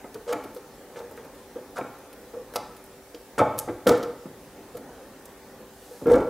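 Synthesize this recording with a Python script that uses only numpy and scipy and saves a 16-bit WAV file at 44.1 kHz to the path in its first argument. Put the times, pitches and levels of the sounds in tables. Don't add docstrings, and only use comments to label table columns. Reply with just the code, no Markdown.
import sys
import numpy as np
from scipy import signal
from scipy.io import wavfile
from scipy.ndimage import uniform_filter1d

SR = 44100
rng = np.random.default_rng(int(sys.argv[2]) if len(sys.argv) > 2 else 0)


def ratio(d):
    e = np.asarray(d, float) / 20
    return 10 ** e


def file_out(sig):
    cols = np.atleast_2d(sig).T
    lim = np.clip(cols, -1, 1)
    pcm = np.round(lim * 32767).astype(np.int16)
    wavfile.write(sys.argv[1], SR, pcm)


N = 277389


def evened(x):
    return x / np.sqrt(np.mean(x ** 2) + 1e-20)


def read(points, hz):
    f, value = np.transpose(points)
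    return np.interp(np.log(hz + 1), np.log(f + 1), value)


def add(mix, s, sound):
    part = mix[..., round(s * SR):][..., :sound.shape[-1]]
    part += sound[..., :part.shape[-1]]


def band(x, low_hz, high_hz):
    edges = np.clip([low_hz, high_hz], 20, 0.4 * SR)
    return signal.sosfilt(signal.butter(2, edges, "bandpass", fs=SR, output="sos"), x)


def drift(rate_hz):
    t = np.arange(0, N + 256, 256) / SR
    rates = np.geomspace(rate_hz / 20, rate_hz, num=12)
    slow = sum(np.sin(2 * np.pi * (f * t + rng.random())) / np.sqrt(f) for f in rates)
    return np.interp(np.arange(N) / SR, t, evened(slow))


def air(spectrum, patchy_db, swell_db):
    frames, hz = N // 512 + 5, np.fft.rfftfreq(2048, 1 / SR)
    a, b, patches = rng.standard_normal((frames, len(hz), 3)).T
    patches = uniform_filter1d(patches, size=12, axis=0)
    patches = evened(uniform_filter1d(patches, size=8, axis=1))
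    swell = np.resize(drift(4)[::512], frames) / (1 + (hz[:, None] / 1200) ** 2)
    level_db = read(spectrum, hz)[:, None] + patchy_db * patches + swell_db * swell
    z = (a + 1j * b) * ratio(level_db)
    return evened(signal.istft(z, nperseg=2048, noverlap=1536)[1][:N])


# (frequency [Hz], density [dB per Hz])
HISS_SPECTRUM = [(15, -21), (25, 0), (363, -10.5), (439, -11.5), (962, -11), (12900, -9), (16000, -11.5)]


def hiss():
    return ratio(-58.5) * air(HISS_SPECTRUM, patchy_db=0, swell_db=0)


# (frequency [Hz], density [dB per Hz])
TONE_SPECTRUM = [(15, -33), (25, -33), (141, -8.5), (277, -1), (335, -8), (394, -4), (439, -4.5), (516, -1),
                 (641, -9), (840, -7), (962, -12), (1790, -16.5), (2910, -23), (13200, -27), (16000, -27.5)]


def room_tone():
    return ratio(-48.5) * air(TONE_SPECTRUM, patchy_db=1.83, swell_db=-2.35)


# (frequency [Hz], level [dB rms])
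FAN_LINES = [(48.4, -66.5), (290.7, -61.5), (387.6, -55.5), (495.3, -63), (1712, -72.5), (1820, -69.5),
             (2030, -95.5)]


def fan():
    t = np.arange(N) / SR
    hum = np.zeros(N)
    for hz, db in FAN_LINES:
        level = ratio(db + 0.5 + 1.05 * drift(15))
        hum += level * np.sin(2 * np.pi * hz * t + 0.82 * drift(2.5))
    return hum


# (peak time [s], level [dB], swell [s])
THUMPS = [
    (3.43, -53, 0.041),
    (3.71, -49, 0.058),
    (3.9, -39, 0.033),
    (6.16, -40, 0.073),
]


def bench():
    t = np.arange(N) / SR
    level = ratio(-63 + 0.5 * drift(8))
    for s, db, swell in THUMPS:
        level += ratio(db) * np.exp(-((t - s) / swell) ** 2)
    rumble = band(rng.standard_normal(N), 31.4, 110)
    return level * evened(band(rumble, 31.4, 122))


# (frequency [Hz], reverberation time t60 [s])
ROOM_DECAY = [(120, 0.73), (350, 0.49), (900, 0.72), (2300, 0.69), (6000, 0.56), (14000, 0.13)]


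def room(x):
    taps = np.zeros((3, SR // 2))
    at = np.arange(160, SR // 2 - 20, 20)
    places = at + rng.integers(0, 20, (3, len(at)))
    np.put_along_axis(taps, places, rng.choice([-1., 1.], (3, len(at))), axis=1)
    hz, t, z = signal.stft(taps, SR, nperseg=256)
    tails = signal.istft(z * ratio(-60 * t / read(ROOM_DECAY, hz)[:, None]), SR, nperseg=256)[1]
    phase = 5 * np.arange(N) / SR + np.arange(3)[:, None] / 3
    turn = np.sqrt(2 / 3) * np.cos(2 * np.pi * phase)
    return signal.fftconvolve(x * turn, tails / np.linalg.norm(tails[0]), axes=1)[:, :N].sum(0)


def spray(t, luck, grit_db, rise, t60, hold):
    noise, grit = luck
    grains = noise * ratio(grit_db * evened(uniform_filter1d(grit, size=30)))
    return grains * (1 - np.exp(-t / rise)) * ratio(-60 * (t / t60) ** hold)


# (time [s], peak level [dB], centre frequency [Hz], rise [s], t60 [s])
SHEARS = [(0.274, -34.5, 3700, 0.016, 0.15), (.535, -49, 11100, .01, .11), (.959, -35, 4440, .034, 0.081),
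          (1.756, -32, 4520, 0.025, 0.09), (2.549, -32, 9000, 0.0092, 0.032),
          (3.379, -27.5, 5060, 0.0066, 0.067), (3.871, -26, 6900, .0061, 0.08),
          (3.906, -42.5, 8100, .01, 0.075), (3.97, -40, 8000, .0052, 0.049), (5.72, -35.5, 6750, 0.78, 1.1),
          (6.095, -37, 5900, .02, 0.13)]


def shears():
    out, t = np.zeros(N), np.arange(SR // 3) / SR
    spread = 2 ** 0.99
    for s, db, hz, rise, t60 in SHEARS:
        luck = rng.standard_normal((2, len(t)))
        rasp = spray(t, luck, grit_db=0.5, rise=rise, t60=t60, hold=1.5)
        add(out, s, ratio(db) * band(rasp, hz / spread, hz * spread))
    return out


# (time [s], high part level [dB], low over high [dB], middle over high [dB], t60 [s])
CRACKS = [(.143, -48, -0.5, -17, 0.02), (.326, -41, 2, -6, 0.021), (1.7837, -51, -1, -14, 0.017),
          (2.5586, -33.5, 3, -12, 0.019), (3.146, -59, 12.5, -12, 0.027), (3.588, -28, -11, -5, 0.018),
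          (3.8693, -33.5, 5.5, -16, 0.023), (3.8882, -38, 4.5, -8, 0.033), (3.915, -54, 8, 0, 0.033),
          (3.95, -58, 10, -3, .026), (4.029, -47, 4, -24, 0.04), (4.769, -50.5, -2.5, -19, .026),
          (5.255, -52, -9, 1, 0.02), (6.0668, -54.5, 3, -14, 0.055), (6.0887, -60, 7, -2, .036),
          (6.1186, -45.5, -3, -3, 0.021), (6.1319, -54, 8, -7, .023), (6.1542, -55.5, 5, 6, 0.021),
          (6.1822, -68, 9, 8, .026), (6.203, -61, -1, -3, 0.03)]
# (time [s], high part level [dB], low over high [dB])
TICKS = [(0.439, -51.5, -0.5), (.5483, -50.5, -7), (.5648, -56, -1), (0.9912, -57.5, 5), (1.1123, -55, -11),
         (1.1696, -57, -3), (1.2487, -59, -3), (1.3503, -59, -4), (1.9854, -59, -11), (2.129, -52.5, -3.5),
         (2.2146, -60, -10), (2.538, -47, -5), (2.7661, -53, -6), (2.841, -54, -12), (2.8621, -57, -13),
         (3.578, -49, -4), (3.583, -40, -6), (4.7526, -63, 3)]
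CRACK_EDGES = (2500, 6000, 9500, 14500)


def cracks():
    out, t = np.zeros(N), np.arange(SR // 10) / SR
    crack_snap, tick_snap = 5.3, 18
    tick_middle_db, tick_t60 = -21, 0.03
    rows = [(*row, crack_snap) for row in CRACKS]
    rows += [(*row, tick_middle_db, tick_t60, tick_snap) for row in TICKS]
    for s, db, low_db, middle_db, t60, snap in rows:
        luck = rng.standard_normal((2, len(t)))
        burst = spray(t, luck, grit_db=7.0, rise=0.00019, t60=t60, hold=2.1)
        burst[4] += snap
        burst /= np.sqrt(np.mean(burst[:260] ** 2))
        parts = zip((low_db, middle_db, 0), CRACK_EDGES, CRACK_EDGES[1:])
        for k, (part_db, low, high) in enumerate(parts):
            per_width = np.sqrt(SR / 2 / (high - low))
            add(out, s, (-1) ** k * ratio(db + part_db) * band(burst, low, high) * per_width)
    return out


# (time [s], peak level [dB], deep modes [dB], hardness [dB])
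TAPS = [(.043, -33.5, -1, -8), (.144, -32, -21, -26), (.151, -21.5, -9, -19), (.326, -25, 1, -1.5),
        (.334, -29.5, -21, 2), (.44, -34, -2, -6), (.454, -33, 1, -19), (.562, -32, -17, -17),
        (.582, -29.5, -34, -33), (1.109, -32, -19, -15.5), (1.176, -30.5, -12, -13.5),
        (1.248, -34, -12, -13), (3.861, -26, 15, -9), (1.787, -26.5, -3, -0.5), (1.812, -30.5, 2.5, -5.5),
        (2.134, -46, -5, -8), (2.338, -20.5, -7, -21.5), (2.366, -24, -14, -29), (2.539, -35, -22, -3.5),
        (2.558, -21.5, -7, -1), (1.586, -30, -14, -28), (3.145, -28.5, -11, -17), (4.031, -25, 0.5, -14),
        (4.256, -35, 4, -8.5), (4.749, -29, 0, -17), (4.77, -31.5, -4, -13), (5.604, -36.5, -5, -16),
        (5.821, -39, -33, -25), (5.911, -31, -24, -29), (6.015, -13.5, 0, -30)]
# (start time [s], length [s], force [dB], deep modes [dB], hardness [dB])
CHATTERS = [
    (0.268, .05, -20, -45, -15.5),
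    (1.759, 0.024, -38, -2, 4),
    (3.38, 0.033, -10.5, -3, -8),
    (6.058, 0.025, -14, 4.5, -17.5),
    (6.084, 0.029, -8, -11, -17),
    (6.179, 0.045, -20, 0, -15),
]
# (start time [s], length [s], force [dB], deep modes [dB], hardness [dB])
RATTLES = [
    (0.959, 0.056, -28.5, -15.5, -13.5),
    (1.558, .012, -19, -6, -26),
    (3.676, 0.021, -20, 3.5, -14),
    (3.868, 0.049, -10.5, 0.5, -9.5),
    (6.131, 0.039, -4.5, -5, -19),
    (.352, 0.0091, -27, 3, -26),
]


def blows():
    rows = list(TAPS)
    runs = [(*row, -6, 0.44, 0) for row in CHATTERS]
    runs += [(*row, -1.5, 0.17, -4) for row in RATTLES]
    let_go_db = -32
    for s, length, db, deep_db, hard_db, first_db, bite, sag_db in runs:
        gap_luck, force_luck = rng.standard_normal((2, 6))
        gaps = 0.011 * np.exp(0.149 * gap_luck)
        after = np.cumsum(gaps) - gaps[0]
        force_db = np.interp(after / length, [0, bite, 1, 1.4], [first_db, 0, sag_db, let_go_db])
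        levels_db = db + force_db + 0.5 * force_luck
        rows += [(s + a, level_db, deep_db, hard_db) for a, level_db in zip(after, levels_db)]
    return rows


# (frequency [Hz], level [dB], t60 [s])
SHELL_MODES = [(114, -18.5, 0.3), (146, -12.5, 0.11), (218.7, -5.5, 0.061), (256.8, -5, .12),
               (310.7, -1, 0.083), (354, -2, 0.064), (418.4, -4, 0.15), (442, -6.5, 0.074),
               (547, 0.5, 0.069), (618, -3, 0.26), (706.5, -1.5, 0.086), (747, -3.5, 0.073),
               (830, -4.5, 0.21), (889.4, 1.5, 0.1), (970, 1.5, 0.061), (1087, -6, 0.19),
               (1163, -0.5, 0.063), (1229, -2, 0.096), (1320, 5.5, 0.042), (1357, -1, 0.078),
               (1451, 2.5, 0.029), (1570, 0.5, 0.051), (1735, -2.5, 0.037), (1940, -4.5, 0.025),
               (2160, 3.5, 0.013), (2337, -8.5, 0.027), (2620, -0.5, 0.0074), (3030, -10, 0.015),
               (3560, -12, 0.019)]
BLOW_HZ = (305, 490, 784, 1540, 3200)


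def shell():
    hz, mode_db, t60 = np.transpose(SHELL_MODES)[:, :, None]
    out, n, t = np.zeros(N), np.arange(900), np.arange(SR // 7) / SR
    boom_hz, boom_db, boom_t60 = 482.8, 4, 0.1
    for s, db, deep_db, hard_db in blows():
        if db < -50:
            continue
        grip, lean = rng.standard_normal(2)
        place, bend = rng.standard_normal((2, len(hz), 1))
        slips = 0.024 * rng.standard_normal(len(n)) ** 3 * np.exp(-n / (0.0059 * SR))
        slips[0] = 1

        beside_db = 0.26 * hard_db
        middle_db = hard_db + 3.5 * lean
        upper_db = hard_db - 1 - 3.5 * lean
        colours = (deep_db, beside_db, middle_db, upper_db, upper_db + 3.5)
        colour_db = read(list(zip(BLOW_HZ, colours)), hz)

        decay = ratio(mode_db + colour_db + place - 60 * t / t60)
        modes = decay * np.sin(2 * np.pi * hz * (1 + 0.016 * bend) * t)
        ring = (np.sign(bend) * modes).sum(0)
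        boom = ratio(boom_db - 60 * t / boom_t60) * np.sin(2 * np.pi * boom_hz * (1 + 0.011 * grip) * t)
        rise = 1 - np.exp(-t / (0.0005 * ratio(-upper_db / 2)))
        add(out, s - 0.001, ratio(db - 10) * signal.fftconvolve(rise * (boom + ring), slips))
    return signal.sosfilt(signal.butter(3, 90, "highpass", fs=SR, output="sos"), out)


def scene():
    body, cut = shell(), cracks() + shears()
    middle = body + cut + room(ratio(-7) * body + ratio(-12) * cut)
    middle += room_tone() + fan() + bench()
    side = hiss()
    return np.array([middle + side, middle - side])


def roll_off(x):
    return signal.sosfilt(signal.butter(12, 16470, fs=SR, output="sos"), x)


def record(dry):
    low_pass = signal.firwin(1501, 15800, window=("kaiser", 9), fs=SR)
    limited = signal.oaconvolve(dry, low_pass[None], "same")
    return roll_off(limited)


dry = scene()
out = record(dry)
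file_out(out)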